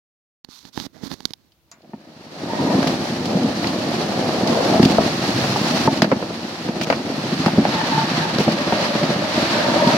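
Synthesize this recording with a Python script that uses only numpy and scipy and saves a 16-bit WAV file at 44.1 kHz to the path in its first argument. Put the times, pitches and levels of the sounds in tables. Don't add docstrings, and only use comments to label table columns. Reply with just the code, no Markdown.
import sys
import numpy as np
from scipy import signal
from scipy.fft import rfft, irfft, next_fast_len
from scipy.io import wavfile
from scipy.ndimage import uniform_filter1d, minimum_filter1d

SR = 44100
rng = np.random.default_rng(int(sys.argv[2]) if len(sys.argv) > 2 else 0)


def digitize_waveform(pressure):
    field = np.atleast_2d(pressure).T
    bounded = np.clip(field, -1, 1)
    quanta = np.round(bounded * 32767).astype(np.int16)
    wavfile.write(sys.argv[1], SR, quanta)


N = 439677
TIME = np.arange(N) / SR


def from_db(db):
    return 10 ** (np.asarray(db) / 20)


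def unit_rms(x):
    return x / np.sqrt(np.mean(x ** 2) + 1e-20)


def automation(rows):
    times, *columns = np.transpose(rows)
    return [np.interp(TIME, times, column) for column in columns]


def gate(start_s, end_s=np.inf):
    return np.clip(np.minimum(TIME - start_s, end_s - TIME) * 100, 0, 1)


def swell(start_s, length_s, attack_s, release_s):
    since = TIME - start_s
    return np.clip(since / attack_s, 0, 1) * from_db(-60 * np.maximum(since - length_s, 0) / release_s)


def at_hz(points, hz):
    points_hz, values = np.transpose(points)
    return np.interp(np.log(hz + 1e-3), np.log(points_hz), values)


def butter(order, hz, kind):
    return signal.butter(order, hz, kind, fs=SR, output="sos")


def drift(rate_hz):
    pole = np.exp(-80 * np.pi * rate_hz / SR)
    steps = rng.standard_normal(N // 40 + 2002)
    slow = signal.lfilter([1], [1, -2 * pole, pole * pole], steps)[2000:]
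    return np.interp(np.arange(N) / 40, np.arange(len(slow)), unit_rms(slow))


def noise():
    return rng.standard_normal((2, N))


def grains(per_s, spread_db):
    sizes = from_db(spread_db * np.minimum(rng.exponential(1, N), 4))
    return unit_rms(noise() * sizes * (rng.random(N) < per_s / SR) / np.sqrt(per_s))


def impulses(times_s, levels_db):
    out = np.zeros(N)
    out[np.round(np.asarray(times_s) * SR).astype(int)] = from_db(levels_db)
    return out


def ring(blows, hz, t60_s):
    pole, step = from_db(-60 / (t60_s * SR)), 2 * np.pi * hz / SR
    return signal.lfilter([0, np.sin(step)], [1, -2 * pole * np.cos(step), pole * pole], blows + 1e-18)


def decay(blows, t60_s):
    return signal.lfilter([1], [1, -from_db(-60 / (t60_s * SR))], blows + 1e-18)


def resonance(hz, width_hz):
    shape = [(-2, -24), (-0.5, -3), (0, 0), (0.5, -3), (2, -24)]
    return [(hz + widths * width_hz, gain_db) for widths, gain_db in shape]


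def glide(pair, ratio):
    place = np.cumsum(ratio) % N
    return np.array([np.interp(place, np.arange(N), port) for port in pair])


# freq_hz, likeness
PORT_LIKENESS = [(30, -5.5), (60, 0), (130, 2), (290, 1.04), (640, 0.71), (1400, 0.35), (3000, 0.11),
                 (15000, -0.13)]
# freq_hz, left_minus_right_db
PORT_BALANCE = [(60, -1.5), (380, 1), (1300, -0.5), (2400, -0.5), (4400, -6.5), (6000, 9), (8100, 5),
                (15000, 1)]
# freq_hz, lag_ms
RIGHT_PORT_LAG = [(1200, 0.0045), (2200, 0.344)]


def at_ports(pair, eq):
    size = next_fast_len(N)
    hz = np.fft.rfftfreq(size, 1 / SR) + 1
    beyond_eq = np.maximum(np.maximum(eq[0][0] / hz, hz / eq[-1][0]), 1)
    mid, side = rfft(pair, size) * from_db(at_hz(eq, hz)) / beyond_eq ** 4
    alike = np.clip(at_hz(PORT_LIKENESS, hz), -1, 1)
    signs = np.array([[1], [-1]])
    stereo = np.sqrt(1 + alike) * mid + np.sqrt(1 - alike) * side * signs
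    stereo[1] *= np.exp(-2j * np.pi * hz * at_hz(RIGHT_PORT_LAG, hz) / 1000)
    stereo *= from_db(signs * at_hz(PORT_BALANCE, hz) / 2)
    return unit_rms(irfft(stereo, size)[:, :N])


# freq_hz, gain_db
AIR_EQ = [(24, -36), (40, 7.5), (298, -7), (338, 3), (392, -14), (466, -9), (1650, -15.5), (4450, -16),
          (8270, -26.5), (15000, -20)]


def hillside_air():
    return from_db(-63) * at_ports(noise(), AIR_EQ) * gate(0.58)


# start_s, length_s, rub_db, hiss_db
FINGER_STROKES = [(0.482, 0.11, -75, -49.5), (0.584, 0.048, -82, -53.5), (0.628, 0.064, -55.5, -51.5),
                  (0.723, 0.022, -66, -44.5), (0.744, 0.12, -42.5, -41), (0.925, 0.15, -51, -59.5),
                  (1.018, 0.063, -42.5, -43.5), (1.086, 0.056, -37, -41.5), (1.122, 0.2, -57.5, -58.5)]
STROKE_FADES_S = 0.028, 0.026


def finger_pressure():
    resting = gate(0.44, 1.5)
    rub, hiss = from_db(-70) * resting, from_db(-74.5) * resting
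    for start_s, length_s, rub_db, hiss_db in FINGER_STROKES:
        stroke = swell(start_s, length_s, *STROKE_FADES_S)
        rub += from_db(rub_db) * stroke
        hiss += from_db(hiss_db) * stroke
    return rub, hiss


# freq_hz, gain_db
RUB_LOW_EQ = [(25, -17), (80, -9), (170, -2.5), (255, 4), (340, -5), (550, -12), (1000, -18.5),
              (2000, -19.5)]
RUB_HIGH_EQ = [(600, -10), (1000, 0), (1700, -4), (2800, -5), (3700, 5.5), (4800, 5), (6100, 8), (8000, -7),
               (9500, -10), (12000, -7), (16000, -16)]
# time_s, pitch_hz
HOLLOW_PITCH = [(0.48, 1171), (0.6, 954), (0.82, 930), (0.92, 565), (0.98, 746), (1.04, 994), (1.12, 1248),
                (1.3, 1000)]


def finger_drag():
    rub, hiss = finger_pressure()
    drag = at_ports(grains(1500, spread_db=1.5), RUB_LOW_EQ)[1] * rub * from_db(8.5)
    drag += at_ports(grains(12000, spread_db=2.5), RUB_HIGH_EQ)[1] * hiss * from_db(7.5)
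    pitch_hz, = automation(HOLLOW_PITCH)
    hollow = at_ports(grains(4000, spread_db=-2), resonance(pitch_hz.mean(), width_hz=170))
    hollow = glide(hollow, pitch_hz / pitch_hz.mean())[1]
    return drag + hollow * np.hypot(0.81 * hiss, 0.61 * rub) * from_db(-9)


def finger_creak(start_s=0.935, length_s=0.045):
    slip_hz = np.interp(TIME, [start_s, start_s + length_s], [440, 780]) * (1 + 0.05 * drift(120))
    phase = 2 * np.pi * np.cumsum(slip_hz) / SR
    slips = np.sin(phase) + from_db(-16) * np.sin(2 * phase)
    return slips * swell(start_s, length_s, *STROKE_FADES_S) * from_db(-46 + 2 * drift(60))


# start_s, thump_db, knock_db, click_db
FINGER_TAPS = [(.447,-40,-44,-38.5), (.488,-34,-51,-61), (0.652,-34,-39.5,-42.5), (0.776,-16.5,-22,-34),
               (0.8,-36,-31.5,-29), (.866,-26,-52,-47), (1.036,-21,-54,-52), (1.115,-36,-30,-35),
               (1.205,-33,-36,-41.5), (1.254,-18.5,-50,-15), (1.307,-29,-58,-38.5), (1.335,-61,-39,-29.5)]
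# pitch_hz, level_db, t60_s
HOUSING_MODES = [(835, -2.5, 0.015), (1750, -5.5, 0.0092), (2900, 0.5, 0.0046), (3770, 1.5, 0.0088),
                 (4280, 0, 0.0089), (4860, 0, 0.0085), (6360, -12.5, 0.0076), (11400, -28, 0.0027)]


def finger_taps():
    start_s, thump_db, knock_db, click_db = np.transpose(FINGER_TAPS)
    taps = ring(impulses(start_s, thump_db + 11), hz=260, t60_s=0.012)
    for k, (hz, mode_db, t60_s) in enumerate(HOUSING_MODES):
        nail = at_hz([(1900, 0.032), (3900, 1.0)], hz)
        level_db = (1 - nail) * knock_db + nail * click_db + mode_db + 10.5
        taps += (-1) ** k * ring(impulses(start_s, level_db), hz, t60_s)
    taps += at_ports(noise(), RUB_HIGH_EQ)[1] * decay(impulses(start_s, click_db + 6.5), t60_s=0.014)
    return signal.sosfilt(butter(1, 120, "high"), taps)


def fingers():
    drag, taps = finger_drag(), finger_taps()
    return (drag + finger_creak()) * from_db([[-29], [0]]) + taps * from_db([[-19], [0]])


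# pitch_hz, level_db, t60_s
METAL_MODES = [(680, -7, 0.15), (925, -9, .12), (1437, -15, .2), (2065, -15, 0.2), (4872, -1, .06),
               (6100, 1, .04), (6700, 4, 0.037), (7063, -3, 0.1), (7171, -4, 0.1)]
# freq_hz, gain_db
RAP_EQ = [(900, 5.5), (1300, 3.5), (2000, 2), (2800, -4), (4000, -42)]


def clink():
    blow = impulses(times_s=[1.715], levels_db=[-43])
    modes = sum(from_db(mode_db) * ring(blow, hz, t60_s) for hz, mode_db, t60_s in METAL_MODES)
    tick = from_db(-2) * at_ports(noise(), RUB_HIGH_EQ) * decay(blow, t60_s=0.1)
    tail = from_db(-5.5) * at_ports(noise(), RAP_EQ) * decay(blow, t60_s=0.25)
    return modes + tick + tail


# start_s, level_db
FITTING_TICKS = [(1.52, -55), (1.819, -53), (2.875, -20.5), (3.256, -23.5), (3.432, -26), (3.671, -22),
                 (4.474, -19), (8.521, -23), (9.874, -20.5)]
# freq_hz, gain_db
CRACK_EQ = [(2600, 12), (3100, 16), (3550, 10), (4400, 16), (4950, 16), (5550, 7), (6700, -0.5), (7800, -6),
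            (10000, -9), (15500, -14)]


def loose_fittings():
    start_s, level_db = np.transpose(FITTING_TICKS)
    rebound_s = start_s + 0.0074 * rng.uniform(0.37, 2.5, len(start_s))
    blows = impulses(start_s, level_db) + impulses(rebound_s, level_db - 26)
    return at_ports(noise(), CRACK_EQ) * decay(blows, t60_s=0.045)


# start_s, end_s, level_db
GRIT_PATCHES = [(2.84, 2.922, -46), (4.823, 4.933, -32), (5.291, 5.878, -36), (6.807, 6.85, -28.5),
                (6.863, 6.91, -37), (8.378, 8.457, -29.5)]
# freq_hz, gain_db
GRIT_EQ = [(2500, 11.5), (4300, 6), (5500, 8), (7000, -3), (10000, -10), (15500, -12)]


def grit_scrapes():
    pressure = sum(from_db(level_db) * gate(start_s, end_s) for start_s, end_s, level_db in GRIT_PATCHES)
    return at_ports(grains(3000, spread_db=5), GRIT_EQ) * pressure * from_db(1.3 * drift(40))


# time_s, rumble_db, hiss_db
RIDE_FADERS = [(1.66, -69, -79), (1.9, -51.5, -64.5), (2.15, -49.5, -56), (2.3, -42.5, -49.5),
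               (2.58, -25.5, -37.5), (2.87, -23, -34.5), (3.1, -30, -36.5), (3.25, -29.5, -38),
               (3.68, -31, -35.5), (4.0, -30, -34.5), (4.25, -27.5, -35.5), (4.68, -23.5, -31),
               (4.85, -22.5, -31), (5.1, -28, -32), (5.86, -26, -30), (5.9, -26.5, -33),
               (5.98, -24.5, -32.5), (6.015, -33, -43.5), (6.15, -29, -40), (6.58, -37.5, -40.5),
               (7.1, -30, -38), (7.42, -30.5, -32), (7.63, -27.5, -35), (7.8, -30, -30.5),
               (8.0, -30.5, -29.5), (8.5, -27, -32), (8.8, -30, -30), (9.1, -28.5, -31), (9.22, -29.5, -34),
               (9.36, -28, -28.5), (9.97, -25.5, -28)]
# start_s, length_s, rumble_change_db, roar_lift_db
ROUGH_STRETCHES = [(2.607, 0.16, -4, 2.5), (3.276, 0.21, 1.5, 6), (3.623, 0.67, 3, 5),
                   (4.34, 0.69, -0.5, 5), (4.543, 0.045, -2.5, 3), (6.64, 0.27, 4.5, 5), (9.0, 0.17, 2, 2),
                   (9.517, 0.25, 0, 3.5)]
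ROLL_START_S = RIDE_FADERS[0][0]


def ride_levels():
    rumble_db, hiss_db = automation(RIDE_FADERS)
    roar_db = rumble_db + 0.11 * (hiss_db - rumble_db)
    for start_s, length_s, rumble_change_db, roar_lift_db in ROUGH_STRETCHES:
        stretch = swell(start_s, length_s, attack_s=0.015, release_s=0.36)
        rumble_db += rumble_change_db * stretch
        roar_db += roar_lift_db * stretch
    return rumble_db, roar_db, hiss_db


# freq_hz, gain_db
BUFFET_EQ = [(25, -27), (60, -7), (110, -16), (200, 2), (400, -12)]


def wind_buffet(level_db):
    return np.array([at_ports(noise(), BUFFET_EQ)[port] * from_db(level_db + 1.5 * drift(3.3))
                     for port in (0, 1)])


# freq_hz, gain_db
WHINE_EQ = [(900, -15), (1020, 11), (1150, -16), (1720, -29), (1870, 6), (2020, -26)]


def wheel_whine():
    envelope = swell(start_s=2.5, length_s=0.3, attack_s=0.034, release_s=0.3004)
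    return at_ports(noise(), WHINE_EQ) * from_db(-37) * envelope


# pitch_hz, width_hz, level_over_rumble_db
SINGING_MODES = [(160, 21, -13), (238, 69, -14), (602.5, 55, -13), (885, 58, -19.5), (1688, 240, -27.5)]
# start_s, length_s, pitch_hz, level_db
SINGING_SPURTS = [(2.479, 0.25, 926, -32), (2.582, 0.18, 245.2, -23), (3.294, 0.19, 238, -20),
                  (4.418, 0.2, 509, -26), (4.699, 0.076, 658, -24.5), (5.199, 0.35, 123.3, -29.5),
                  (7.182, 0.62, 160, -31.5), (7.705, 0.13, 898, -27.5), (7.89, 0.12, 880, -25),
                  (7.928, 0.36, 158.6, -27), (8.129, 0.17, 903, -30), (7.751, 0.53, 1663, -37),
                  (8.498, 0.93, 590.4, -29), (9.523, 0.45, 614, -26), (9.548, 0.19, 924, -28.5),
                  (9.773, 0.16, 962, -26), (9.498, 0.39, 1663, -33.5)]


def mode_drive(mode_hz, steady_db):
    power = from_db(automation(RIDE_FADERS)[0] + steady_db) ** 2
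    weighted_hz = power * mode_hz
    for start_s, length_s, hz, level_db in SINGING_SPURTS:
        nearest_hz = min(SINGING_MODES, key=lambda mode: abs(mode[0] - hz))[0]
        if nearest_hz == mode_hz:
            spurt = from_db(level_db) * swell(start_s, length_s, attack_s=0.034, release_s=0.3004)
            power += spurt ** 2
            weighted_hz += spurt ** 2 * hz
    return np.sqrt(power), weighted_hz / power


def singing_panels():
    out = 0
    for hz, width_hz, steady_db in SINGING_MODES:
        tone = at_ports(noise(), resonance(hz, width_hz))
        tone += from_db(-13) * at_ports(noise(), resonance(2 * hz, 2 * width_hz))
        gain, pitch_hz = mode_drive(hz, steady_db)
        wavering = glide(tone, pitch_hz / hz + 0.014 * drift(4.02))
        out += wavering * gain * from_db(3.5 * drift(25))
    return out * gate(ROLL_START_S)


# freq_hz, gain_db
HISS_EQ = [(700, 6), (1280, 4), (1480, 1.5), (1800, 5), (2150, 0.5), (2900, 0), (3450, -1.5), (4350, 1.5),
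           (5300, -3.5), (6300, -11.5), (8000, -20), (11000, -23), (15500, -32)]
# time_s, gain_db
HISS_SHEEN = [(5.9, 4), (7.3, 2.5), (7.8, -0.5), (9.97, 0.5)]


def runner_hiss(level_db):
    hiss = at_ports(noise() + 0.36 * grains(4000, spread_db=-0.5), HISS_EQ) * from_db(level_db)
    top = signal.sosfiltfilt(butter(2, 5400, "high"), hiss)
    return hiss + top * (from_db(automation(HISS_SHEEN)[0]) - 1)


# pitch_hz, level_db, t60_s
SHELL_MODES = [(107, -16, 0.046), (159, 3, 0.047), (222.3, 3.5, 0.08), (268.4, -2.5, 0.13),
               (329.4, 1, 0.058), (380, 4.5, 0.016)]


def flat_spot_bumps(turns, level_db):
    contact = np.diff(np.floor(turns), prepend=0) > 0
    blows = contact * from_db(level_db + 1.2 * drift(20))
    thumps = sum((-1) ** k * from_db(mode_db + 1.2 * drift(21)) * ring(blows, hz, 0.65 * t60_s)
                 for k, (hz, mode_db, t60_s) in enumerate(SHELL_MODES))
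    return signal.sosfilt(butter(2, [130, 420], "band"), thumps)


# time_s, turns_per_s
WHEEL_SPEED = [(1.7, 2), (2.8, 8), (5.0, 12), (6.2, 13.3), (6.8, 13.5), (7.05, 14), (8.3, 14), (8.6, 14.4),
               (9.97, 14.4)]
# time_s, depth_db
THROB_DEPTH = [(2.8, 1.5), (5.0, -1.5), (6.2, 3.5), (6.9, 1), (7.35, 5), (7.7, 7), (8.2, 7), (9.2, 4.5),
               (9.97, -3)]
# freq_hz, gain_db
RUMBLE_EQ = [(25, -36), (45, -32), (70, -16.5), (100, -6.5), (140, -4), (185, 1), (235, 4), (290, -0.5),
             (350, 1), (410, -12), (480, -9.5)]
ROAR_EQ = [(300, 0), (420, 0.5), (540, 2.5), (700, 3), (850, -2.5), (1050, -11.5), (1400, -16), (2000, -31),
           (3000, -35)]


def rolling():
    rumble_db, roar_db, hiss_db = ride_levels()
    turns_per_s, = automation(WHEEL_SPEED)
    depth_db, = automation(THROB_DEPTH)
    turns = np.cumsum(turns_per_s) / SR
    turns -= np.interp(7.323, TIME, turns)
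    throb = depth_db * np.cos(2 * np.pi * turns - 0.8)
    load = drift(17)
    bumps = flat_spot_bumps(turns, rumble_db + 2 * depth_db - 3.5)
    rumble = at_ports(grains(60 * turns_per_s, spread_db=1.8), RUMBLE_EQ)
    rumble *= from_db(rumble_db + 3 - 0.3 * depth_db + 0.7 * throb + 1.2 * load)
    roar = at_ports(grains(120 * turns_per_s, spread_db=1.16), ROAR_EQ)
    roar *= from_db(roar_db - 1.5 + 0.057 * throb + 1.02 * load)
    hiss = runner_hiss(hiss_db + 6 + 1.11 * load)
    wind = wind_buffet(rumble_db - 13.5)
    return (rumble + bumps + roar + hiss + wind + wheel_whine()) * gate(ROLL_START_S)


# start_s, thump_db, clack_db, clack_hz, brightness_db
JOLTS = [(1.845, -62, -53, 690, -10), (1.934, -33.5, -40, 916, -14), (2.643, -21, -42, 514, -22),
         (2.749, -19, -31, 535, -22), (2.783, -18, -32, 496, -21), (2.829, -38, -29, 690, -1.5),
         (2.872, -23, -33, 550, 0.5), (3.344, -31, -31, 560, -20), (3.417, -25, -30, 620, -10),
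         (3.644, -27, -25.5, 710, -3), (4.715, -21.5, -28, 595, -18), (4.796, -8, -26, 460, -24),
         (4.829, -10, -28, 640, 0.5), (4.851, -10, -39.5, 602, 3.5), (4.898, -26, -34, 505, -0.5),
         (4.984, -17, -9.5, 655, -36), (5.44, -30, -22.5, 756, -18), (5.56, -39.5, -20.5, 830, -25),
         (5.637, -23, -35, 595, -20), (5.739, -24, -33, 600, -18), (5.876, -8, -7, 890, -21),
         (6.02, -11, -18, 647, 0), (6.044, -20.5, -26, 620, -3), (6.116, -23, -19.5, 527, -4.5),
         (6.123, -18.5, -24, 477, -13.5), (6.226, -44, -29.5, 524, -6), (6.304, -39, -36, 452, -9),
         (6.687, -23.5, -29.5, 472, -8.5), (6.813, -30, -29.5, 690, 0), (6.871, -27, -33.5, 460, -2),
         (6.901, -34, -16.5, 495, -3), (6.926, -34, -23, 486, -3), (7.323, -24, -40, 595, -15),
         (7.395, -23.5, -40, 600, -15.5), (7.461, -15, -24.5, 800, -1), (7.48, -32, -23, 890, -9),
         (7.577, -11, -26, 590, -18), (7.587, -13.5, -29, 588, -20), (7.652, -34, -19, 829, -10.5),
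         (8.354, -23, -40, 550, -15), (8.385, -17.5, -33, 508, 0.5), (8.405, -19, -24.5, 477, -17),
         (8.48, -17, -18.5, 610, -17), (8.724, -22.5, -19.5, 936, -10), (8.95, -32, -26.5, 850, -22),
         (9.032, -18, -30, 608, -1), (9.085, -25, -39, 597, -15), (9.866, -14.5, -38, 635, -6),
         (9.882, -20.5, -34, 637, -12)]
# pitch_ratio, level_db, t60_s
PANEL_MODES = [(0.74, -2, 0.07), (1, 9.5, 0.046), (1.42, -5, 0.044), (1.95, -2.5, 0.033)]


def jolt_knocks():
    start_s, thump_db, clack_db, clack_hz, brightness_db = np.transpose(JOLTS)
    knocks = np.zeros(N)
    for k, (hz, mode_db, t60_s) in enumerate(SHELL_MODES):
        level_db = thump_db + 4.5 + mode_db + rng.normal(0, 1, len(start_s))
        knocks += (-1) ** k * ring(impulses(start_s, level_db), hz, t60_s)
    for hit_s, level_db, hz in zip(start_s, clack_db, clack_hz):
        onset = round(hit_s * SR)
        span = slice(onset, onset + SR // 8)
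        blow = impulses([hit_s], [level_db])[span]
        for k, (ratio, mode_db, t60_s) in enumerate(PANEL_MODES):
            gain = from_db(mode_db + rng.normal(0, 1))
            knocks[span] += (-1) ** k * gain * ring(blow, hz * ratio, t60_s)
    knocks = signal.sosfilt(butter(2, [85, 1800], "band"), knocks)
    rap_db, crack_db = clack_db + brightness_db, clack_db + 4.35 * brightness_db
    for eq, level_db in ((ROAR_EQ, clack_db - 3), (RAP_EQ, rap_db), (CRACK_EQ, crack_db)):
        snap = decay(impulses(start_s, level_db + 9), t60_s=0.0075)
        clatter = decay(impulses(start_s, level_db + 5), t60_s=0.077)
        envelope = uniform_filter1d(uniform_filter1d(snap + clatter, size=30), size=30)
        knocks = knocks + at_ports(noise(), eq) * envelope
    return knocks


def scene():
    air = hillside_air()
    sled = rolling() + singing_panels() + grit_scrapes() + loose_fittings() + jolt_knocks()
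    return sled + fingers() + clink() + air


def record(dry):
    sound = signal.sosfilt(butter(2, 32, "high"), dry)
    over_db = np.maximum(20 * np.log10(np.abs(sound).max(axis=0) / 0.99 + 1e-9), 0)
    release_db = 180 * TIME
    held_db = np.maximum.accumulate(over_db + release_db) - release_db
    gain_db = uniform_filter1d(minimum_filter1d(-held_db, size=65), size=65)
    high_cut = signal.ellip(10, 0.1, 80, 16000, fs=SR, output="sos")
    return signal.sosfilt(high_cut, sound * from_db(gain_db))


dry = scene()
out = record(dry)
digitize_waveform(out)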